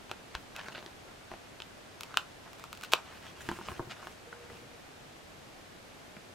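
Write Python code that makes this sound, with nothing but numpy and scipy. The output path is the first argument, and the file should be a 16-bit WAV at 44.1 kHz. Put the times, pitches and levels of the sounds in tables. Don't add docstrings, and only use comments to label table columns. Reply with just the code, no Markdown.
import sys
import numpy as np
from scipy import signal
from scipy.fft import rfft, irfft
from scipy.io import wavfile
from scipy.ndimage import uniform_filter1d

SR = 44100
rng = np.random.default_rng(int(sys.argv[2]) if len(sys.argv) > 2 else 0)


def dump_mix(stems):
    frames = np.atleast_2d(stems).T
    limited = np.clip(frames, -1, 1)
    pcm = np.round(limited * 32767).astype(np.int16)
    wavfile.write(sys.argv[1], SR, pcm)


N = 279638
TIME = np.arange(N) / SR

# t/s, strength/dB, then relative to the middle band
# bass/dB, presence/dB, air/dB, and stiffness (factor on pitch)
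SHEET_TICKS = [(0.096, -11.5, 5, -1, -4, 1), (0.1145, 1, 7, 1.5, 3, 0.96),
               (0.3514, 3.5, -3, -1.5, -3.5, 1.11), (0.5639, -8.5, -7, 6.5, 14.5, 0.86),
               (0.5953, -15, 0, 10.5, 4, 0.94), (0.662, -9, -12, 4, -2, 0.63),
               (0.6849, -5, 14.5, -4.5, -11, 1.47), (0.7494, -14, 11, 9.5, -15, 1),
               (0.827, -10.5, 10, -5, -11, 1.1), (0.8627, -15.5, 21, 7, 1, 1.32),
               (1.6027, -11, 12, 10, 1, 1), (1.6207, -15.5, -2, 15.5, 10, 1.07),
               (2.1423, 2.5, -26, -10.5, -16, 1.06), (2.1722, 17.5, -19.5, -1, 0, 1.02),
               (2.9353, 18.5, -1, 3, 3.5, 0.98), (3.686, 4, -5, -6, -24, 0.89),
               (4.071, 1.5, -2, -11.5, -11, 1.08), (4.327, -6.5, -5, -3, -15, 0.54)]
# t/s, strength/dB, brightness/dB (the presence of the blow)
GLUE_POPS = [(2.009, -4, 2), (2.034, -9, 7.5), (2.532, -14, -2.5), (2.586, -17, -4), (2.5971, -10.5, -6),
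             (2.64, -1.5, -10.5), (2.7294, -2.5, -3.5), (2.7508, -19, 4), (2.7745, -16.5, 5),
             (2.8117, -10.5, -2), (2.8223, -17, 3), (2.8369, -6, 2), (2.848, -9.5, -1), (2.9207, -7, 9.5),
             (2.925, 5, -6), (2.9307, -6, 4)]
POP_BASS_DB, POP_STIFFNESS = -15, 0.93
POP_AIR_DB, POP_AIR_PER_BRIGHT_DB = 12, 0.69


def ticks():
    blows = list(SHEET_TICKS)
    for s, strength_db, bright_db in GLUE_POPS:
        air_db = POP_AIR_DB + POP_AIR_PER_BRIGHT_DB * bright_db
        blows.append((s, strength_db, POP_BASS_DB, bright_db, air_db, POP_STIFFNESS))
    out = np.zeros((2, N))
    for row in blows:
        for s, sound in click(*row):
            add(out, s, sound)
    return out


# f/Hz, level/dB
SHEET_RESPONSE = [(100, -16), (280, -12.5), (450, -7), (900, -2.5), (1470, 2), (1740, -9.5), (2180, -12),
                  (2460, -1.5), (3100, -3), (4400, -10), (6400, -19.5), (7600, -20.5), (8900, -28),
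                  (15000, -31.5)]
# f/Hz, level/dB relative to the blow, t60/s
CLICK_RINGING = [(811, -57, 0.12), (1003, -65, 0.3), (2480, -63, 0.2), (2740, -47.5, 0.081),
                 (2790, -65, 0.058), (2900, -74, 0.13), (3350, -73, 0.071), (3640, -52, 0.058)]


def click(s, strength_db, bass_db, presence_db, air_db, stiffness, lag_s=0.00095, ring_db=-5):
    crack = blow(SHEET_RESPONSE, strength_db, bass_db, presence_db, air_db, stiffness, lag_s=lag_s,
                 scatter_db=-12.5, scatter_t60=0.016, fizz_db=-3.5, fizz_t60=0.013)
    ring_gain = amp(strength_db + presence_db / 2 + ring_db)
    return [(s - lag_s / 2, crack), (s, ring_gain * ring(CLICK_RINGING, stiffness))]


BAND_CENTRES = [380, 1200, 3300, 9000]


def blow(body, strength_db, bass_db, presence_db, air_db, stiffness, lag_s,
         scatter_db, scatter_t60, fizz_db, fizz_t60, size=2048):
    hz, t = np.fft.rfftfreq(size, 1 / SR), np.arange(size) / SR
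    tilt_db = read(list(zip(BAND_CENTRES, [bass_db, 0, presence_db, air_db])), hz)
    push = causal(strength_db + read(body, hz / stiffness) + tilt_db)
    delay_s = lag_s / np.sqrt(1 + hz / 1200)
    phase = 2 * np.pi * np.cumsum(delay_s) * SR / size
    push = irfft(rfft(push) * np.exp(-1j * phase))
    waves = rng.standard_normal(size) * amp(-60 * t / scatter_t60) * (1 - np.exp(-t / 0.00076))
    direct_and_waves = 1 + amp(scatter_db) * rfft(unit(waves)) / np.sqrt(size)
    fizz = rng.standard_normal((2, size)) + 0.47 * rng.standard_normal(size)
    fizz = fizz * amp(-60 * t / fizz_t60)
    share = amp(fizz_db) * (hz / 8000) ** 2
    blend = direct_and_waves + share * rfft(unit(fizz)) / np.sqrt(size)
    spread = irfft(blend / np.sqrt(1 + share ** 2))
    return signal.fftconvolve(spread[:, :size * 3 // 4], push[None], axes=1)


# t/s, level/dB (initial amplitude), f/Hz, t60/s
SHEET_SWINGS = [(0.351, -37, 56.4, 0.14), (.565, -46, 2580, 0.078), (0.684, -34.5, 1540, 0.027),
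                (0.749, -37, 1516, .04), (2.835, -34.5, 1490, 0.04), (2.9358, -25, 490, 0.016),
                (3.794, -31.5, 118, 0.075), (3.873, -41, 130, 0.068), (4.329, -32, 1490, 0.015),
                (6.169, -44, 194, 0.05)]


def swings(size=9000):
    out, t = np.zeros(N), np.arange(size) / SR
    for s, db, hz, t60 in SHEET_SWINGS:
        add(out, s, -amp(db - 60 * t / t60) * np.sin(2 * np.pi * hz * t))
    return out


# start t/s, length/s, level/dB (before tilt), brightness/dB, edge hiss/dB
RUB_STROKES = [(0.096, 0.024, -50, -5, 0), (0.339, 0.0099, -42.5, 3, -14), (0.545, 0.066, -47, 0, 1),
               (0.619, 0.077, -52, -1, 6), (0.709, .016, -51.5, 7, -1), (0.742, 0.049, -47, 4, -15),
               (0.795, .14, -62, -5, 0), (1.05, 0.038, -57.5, -6, 0), (1.304, 0.044, -57, 5.5, -4),
               (2.04, 0.17, -58.5, -2, 12), (2.454, 0.023, -55, -5.5, 0), (2.576, .08, -62, 2, 15),
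               (2.821, 0.033, -54.5, 12, 0), (2.915, 0.017, -39, 3, 5), (2.94, .05, -50, -6, 0),
               (3.043, .14, -55, 1, 0), (3.218, 0.086, -55, 4, 3), (3.35, .05, -55, 5, -2),
               (3.402, 0.016, -50, 5, 15), (3.437, .14, -56, 7, 11), (3.583, 0.11, -57, 3, 9),
               (3.643, 0.033, -49, 3, 6), (3.673, 0.027, -46, -2, 11), (3.703, 0.077, -54.5, 3, 7),
               (3.895, 0.025, -45, 4.5, 1.5), (3.956, 0.14, -55.5, -1.5, 13), (4.094, 0.031, -60, 10, 15),
               (4.259, 0.23, -62, -4, 0), (4.49, 0.087, -58, 3, 10)]
RUB_ATTACK_S, RUB_SAG_DB, RUB_RELEASE_S = 0.011, -0.5, 0.013
HOLD_UNTIL_S, HOLD_DB = 5.1, -70.5
# f/Hz, level/dB (per Hz)
RUB_SPECTRUM = [(150, -36), (500, -2.5), (900, 4.5), (1550, 7), (2100, 1.5), (2800, 0.5), (4200, -5.5),
                (7000, -15), (10000, -25), (15000, -53)]
# f/Hz, level/dB
BRIGHTNESS_TILT = [(1500, -0.47), (2700, 0.9), (3900, 0.64), (6500, 0.87)]
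# f/Hz, level/dB
EDGE_HISS_TILT = [(4500, 0.057), (9000, 0.89), (15000, 1.5)]


def rubbing(slips_per_s=2200, spread_db=3.0, smooth=0.091, patchy_db=3, clump_db=1.5):
    sizes = amp(spread_db * np.minimum(rng.exponential(1, (2, N)), 4)) * rng.choice([-1, 1], (2, N))
    happens = rng.random((2, N)) < slips_per_s / SR
    slips = sizes * happens + smooth * rng.standard_normal((2, N))
    slips = pair(slips, RUB_SPECTRUM, [(300, 1.0), (1400, 1.0), (4000, 0.89), (12000, 0.23)])
    clumps = unit(uniform_filter1d(rng.standard_normal(N), size=200))
    slips = unit(slips * amp(clump_db * clumps))
    hz, t, z = signal.stft(slips, SR, nperseg=512)
    patches = uniform_filter1d(rng.standard_normal(z.shape[1:]), size=5, axis=0)
    patches = unit(uniform_filter1d(patches, size=6, axis=1))
    power = amp(2 * HOLD_DB) * (TIME < HOLD_UNTIL_S) + 1e-12
    bright, edge = 0, 0
    for start, length, db, bright_db, edge_db in RUB_STROKES:
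        envelope = gesture(start, length, RUB_ATTACK_S, RUB_SAG_DB, RUB_RELEASE_S)
        stroke = (amp(db) * envelope) ** 2
        power = power + stroke
        bright = bright + bright_db * stroke
        edge = edge + edge_db * stroke
    bright_tilt_db = np.outer(read(BRIGHTNESS_TILT, hz), np.interp(t, TIME, bright / power))
    edge_tilt_db = np.outer(read(EDGE_HISS_TILT, hz), np.interp(t, TIME, edge / power))
    coloured = z * amp(bright_tilt_db + edge_tilt_db + patchy_db * patches)
    return np.sqrt(power) * signal.istft(coloured, SR)[1][:, :N]


# t/s, strength/dB, then relative to the middle band
# bass/dB, presence/dB, air/dB, and stiffness (factor on pitch)
SOFT_KNOCKS = [(0.78, -16.5, 13.5, 11, -17, 1.83), (1.316, -5, 3, -17, -6, 2.1),
               (1.338, -10.5, 9, -9, -8, 1.86), (3.4892, 7.5, -1.5, 12.5, 4.5, 1.03),
               (3.5148, 2.5, 3.5, 2, 7, 0.91), (3.5884, -5, 1, -16, 10, 1.16),
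               (3.6129, -3, -8, -12, -4, 0.93), (3.717, -5, 2, -8, 8.5, 1.12),
               (3.7947, 0, 10.5, -12, -14, 1.1), (3.802, -3.5, -0.5, -12, -18, 0.73),
               (3.827, -16, 12, 0, 0, 1.2), (3.8713, -17, 6.5, 0, 0, 1.03),
               (4.028, -9.5, -8, -19, -2, 0.84), (4.5, -8.5, -7, -8, -4, 1.3),
               (4.532, -18, 9.5, 10, -4, 0.69), (6.167, -15, 3, 11, 0, 1.47)]
# f/Hz, level/dB
THUD_RESPONSE = [(80, -8.5), (210, -6.5), (380, 8), (500, -6), (680, -7), (850, 1.5), (1050, -2),
                 (1280, -4.5), (1600, -1.5), (2000, -17.5), (3200, -27), (7500, -32), (15000, -46)]
# f/Hz, level/dB relative to the blow, t60/s
DESK_MODES = [(221, -44, 0.15), (359, -42, 0.077), (432, -41, 0.05), (906, -49, 0.055), (1063, -28, 0.021),
              (1510, -49, 0.033)]


def knocks(lag_s=0.0022):
    out = np.zeros((2, N))
    for s, strength_db, *colour in SOFT_KNOCKS:
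        thud = blow(THUD_RESPONSE, strength_db, *colour, lag_s=lag_s,
                    scatter_db=-5.5, scatter_t60=0.056, fizz_db=1.5, fizz_t60=0.021)
        add(out, s - lag_s / 2, thud)
        add(out, s, amp(strength_db - 5) * ring(DESK_MODES, rng.uniform(0.9, 1.02)))
    return out


# start t/s, length/s, level/dB
DESK_SHIFTS = [(0.356, 0.072, -58), (0.583, 0.31, -61), (3.1, 0.21, -59), (3.375, 0.23, -53),
               (3.658, 0.068, -48), (3.75, .17, -57.5), (4.02, .08, -55), (4.493, 0.12, -60)]
SHIFT_ATTACK_S, SHIFT_SAG_DB, SHIFT_RELEASE_S = 0.028, -2, 0.018
# f/Hz, level/dB (per Hz)
SHIFT_SPECTRUM = [(25, -17), (75, 2), (170, -1.5), (400, -7), (800, -15), (2000, -28)]


def shifting():
    motion = np.zeros(N)
    for start, length, db in DESK_SHIFTS:
        motion += amp(db) * gesture(start, length, SHIFT_ATTACK_S, SHIFT_SAG_DB, SHIFT_RELEASE_S)
    return motion * pair(rng.standard_normal((2, N)), SHIFT_SPECTRUM, [(100, 1.0), (600, 0.53)])


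TONE_START_S, TONE_LENGTH_S, TONE_DB, TONE_HZ = 4.265, 0.48, -53.5, 475


def faint_tone(waver=0.00696, flutter_db=6.5):
    drift = unit(uniform_filter1d(rng.standard_normal((2, N)), size=900))
    tone = np.sin(2 * np.pi * np.cumsum(TONE_HZ * (1 + waver * drift[0])) / SR)
    tone = unit(tone * amp(flutter_db * drift[1]))
    envelope = gesture(TONE_START_S, TONE_LENGTH_S, attack_s=0.0089, sag_db=-3.0, release_s=0.015)
    return amp(TONE_DB) * envelope * tone


# f/Hz, level/dB, t60/s
ROOM_TAIL = [(150, -8, 0.099), (500, -3.5, 0.07), (1400, -11.5, 0.21), (3200, -11.5, 0.15),
             (7000, -11.5, 0.2), (15000, -11, 0.12)]


def room(x, side_db=-6, onset_s=0.0039, size=16384):
    mid, side = rng.standard_normal((2, size))
    taps = unit(np.array([mid + amp(side_db) * side, mid - amp(side_db) * side]))
    hz, t, z = signal.stft(taps, SR, nperseg=256)
    t60 = read(ROOM_TAIL, hz, axis=2)[:, None]
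    decay = amp(read(ROOM_TAIL, hz)[:, None] - 60 * t / t60)
    equal_energy = np.sqrt(2 * np.log(1000) / (t60 * SR))
    tail = signal.istft(z * decay * equal_energy, SR)[1][:, :size]
    tail = tail * np.minimum(np.arange(size) / SR / onset_s, 1) ** 2
    return signal.fftconvolve(x.mean(0)[None], tail, axes=1)[:, :N]


# (per Hz, relative)
AIR_SPECTRUM = [(15, -22), (30, -5.5), (55, -9), (95, -3), (140, -4.5), (250, -4.5), (480, -5.5),
                (700, -5.5), (950, -10), (1500, -11), (3000, -15), (7500, -23.5), (14000, -33),
                (16000, -45)]
AIR_DB = -51.5
# f/Hz, coherence
AIR_COHERENCE = [(50, 1), (130, 0.69), (290, 0), (640, 0.19), (1400, 0), (3100, 0.17), (15000, 0.31)]


def room_tone():
    return amp(AIR_DB) * pair(rng.standard_normal((2, N)), AIR_SPECTRUM, AIR_COHERENCE)


def ring(modes, stiffness, size=6000):
    t = np.arange(size) / SR
    return sum(amp(db - 60 * t / t60) * np.sin(2 * np.pi * hz * stiffness * t) for hz, db, t60 in modes)


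def gesture(start, length, attack_s, sag_db, release_s):
    t = np.maximum(TIME - start, 0)
    rise = np.minimum(t / attack_s, 1)
    sag = amp(sag_db * np.minimum(t / length, 1))
    return rise * sag * np.exp(-np.clip((t - length) / release_s, 0, 20))


def pair(x, colour, likeness):
    hz, (a, b) = np.fft.rfftfreq(N, 1 / SR), rfft(x)
    same = np.clip(read(likeness, hz), -1, 1)
    mid, side = a * np.sqrt(1 + same), b * np.sqrt(1 - same)
    return unit(irfft(np.array([mid + side, mid - side]) * amp(read(colour, hz)), N))


def causal(db, size=2048):
    cepstrum = irfft(np.log(amp(db)))
    cepstrum[1:size // 2] *= 2
    cepstrum[size // 2 + 1:] = 0
    return irfft(np.exp(rfft(cepstrum)))


def read(points, hz, axis=1):
    columns = np.transpose(points)
    return np.interp(np.log(hz + 1), np.log(columns[0] + 1), columns[axis])


def add(mix, s, sound):
    part = mix[..., max(round(s * SR), 0):][..., :sound.shape[-1]]
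    part += sound[..., :part.shape[-1]]


def amp(db):
    return 10 ** (np.asarray(db) / 20)


def unit(x):
    return x / np.sqrt(np.mean(x ** 2) + 1e-20)


def scene():
    close = ticks() + knocks() + swings() + rubbing() + shifting()
    return close + room(close) + faint_tone() + room_tone()


CUT_HZ = 15900


def record(dry):
    low_pass = signal.firwin(255, CUT_HZ, window=("kaiser", 8), fs=SR)
    return signal.oaconvolve(dry, low_pass[None], "same", axes=1)


dry = scene()
out = record(dry)
dump_mix(out)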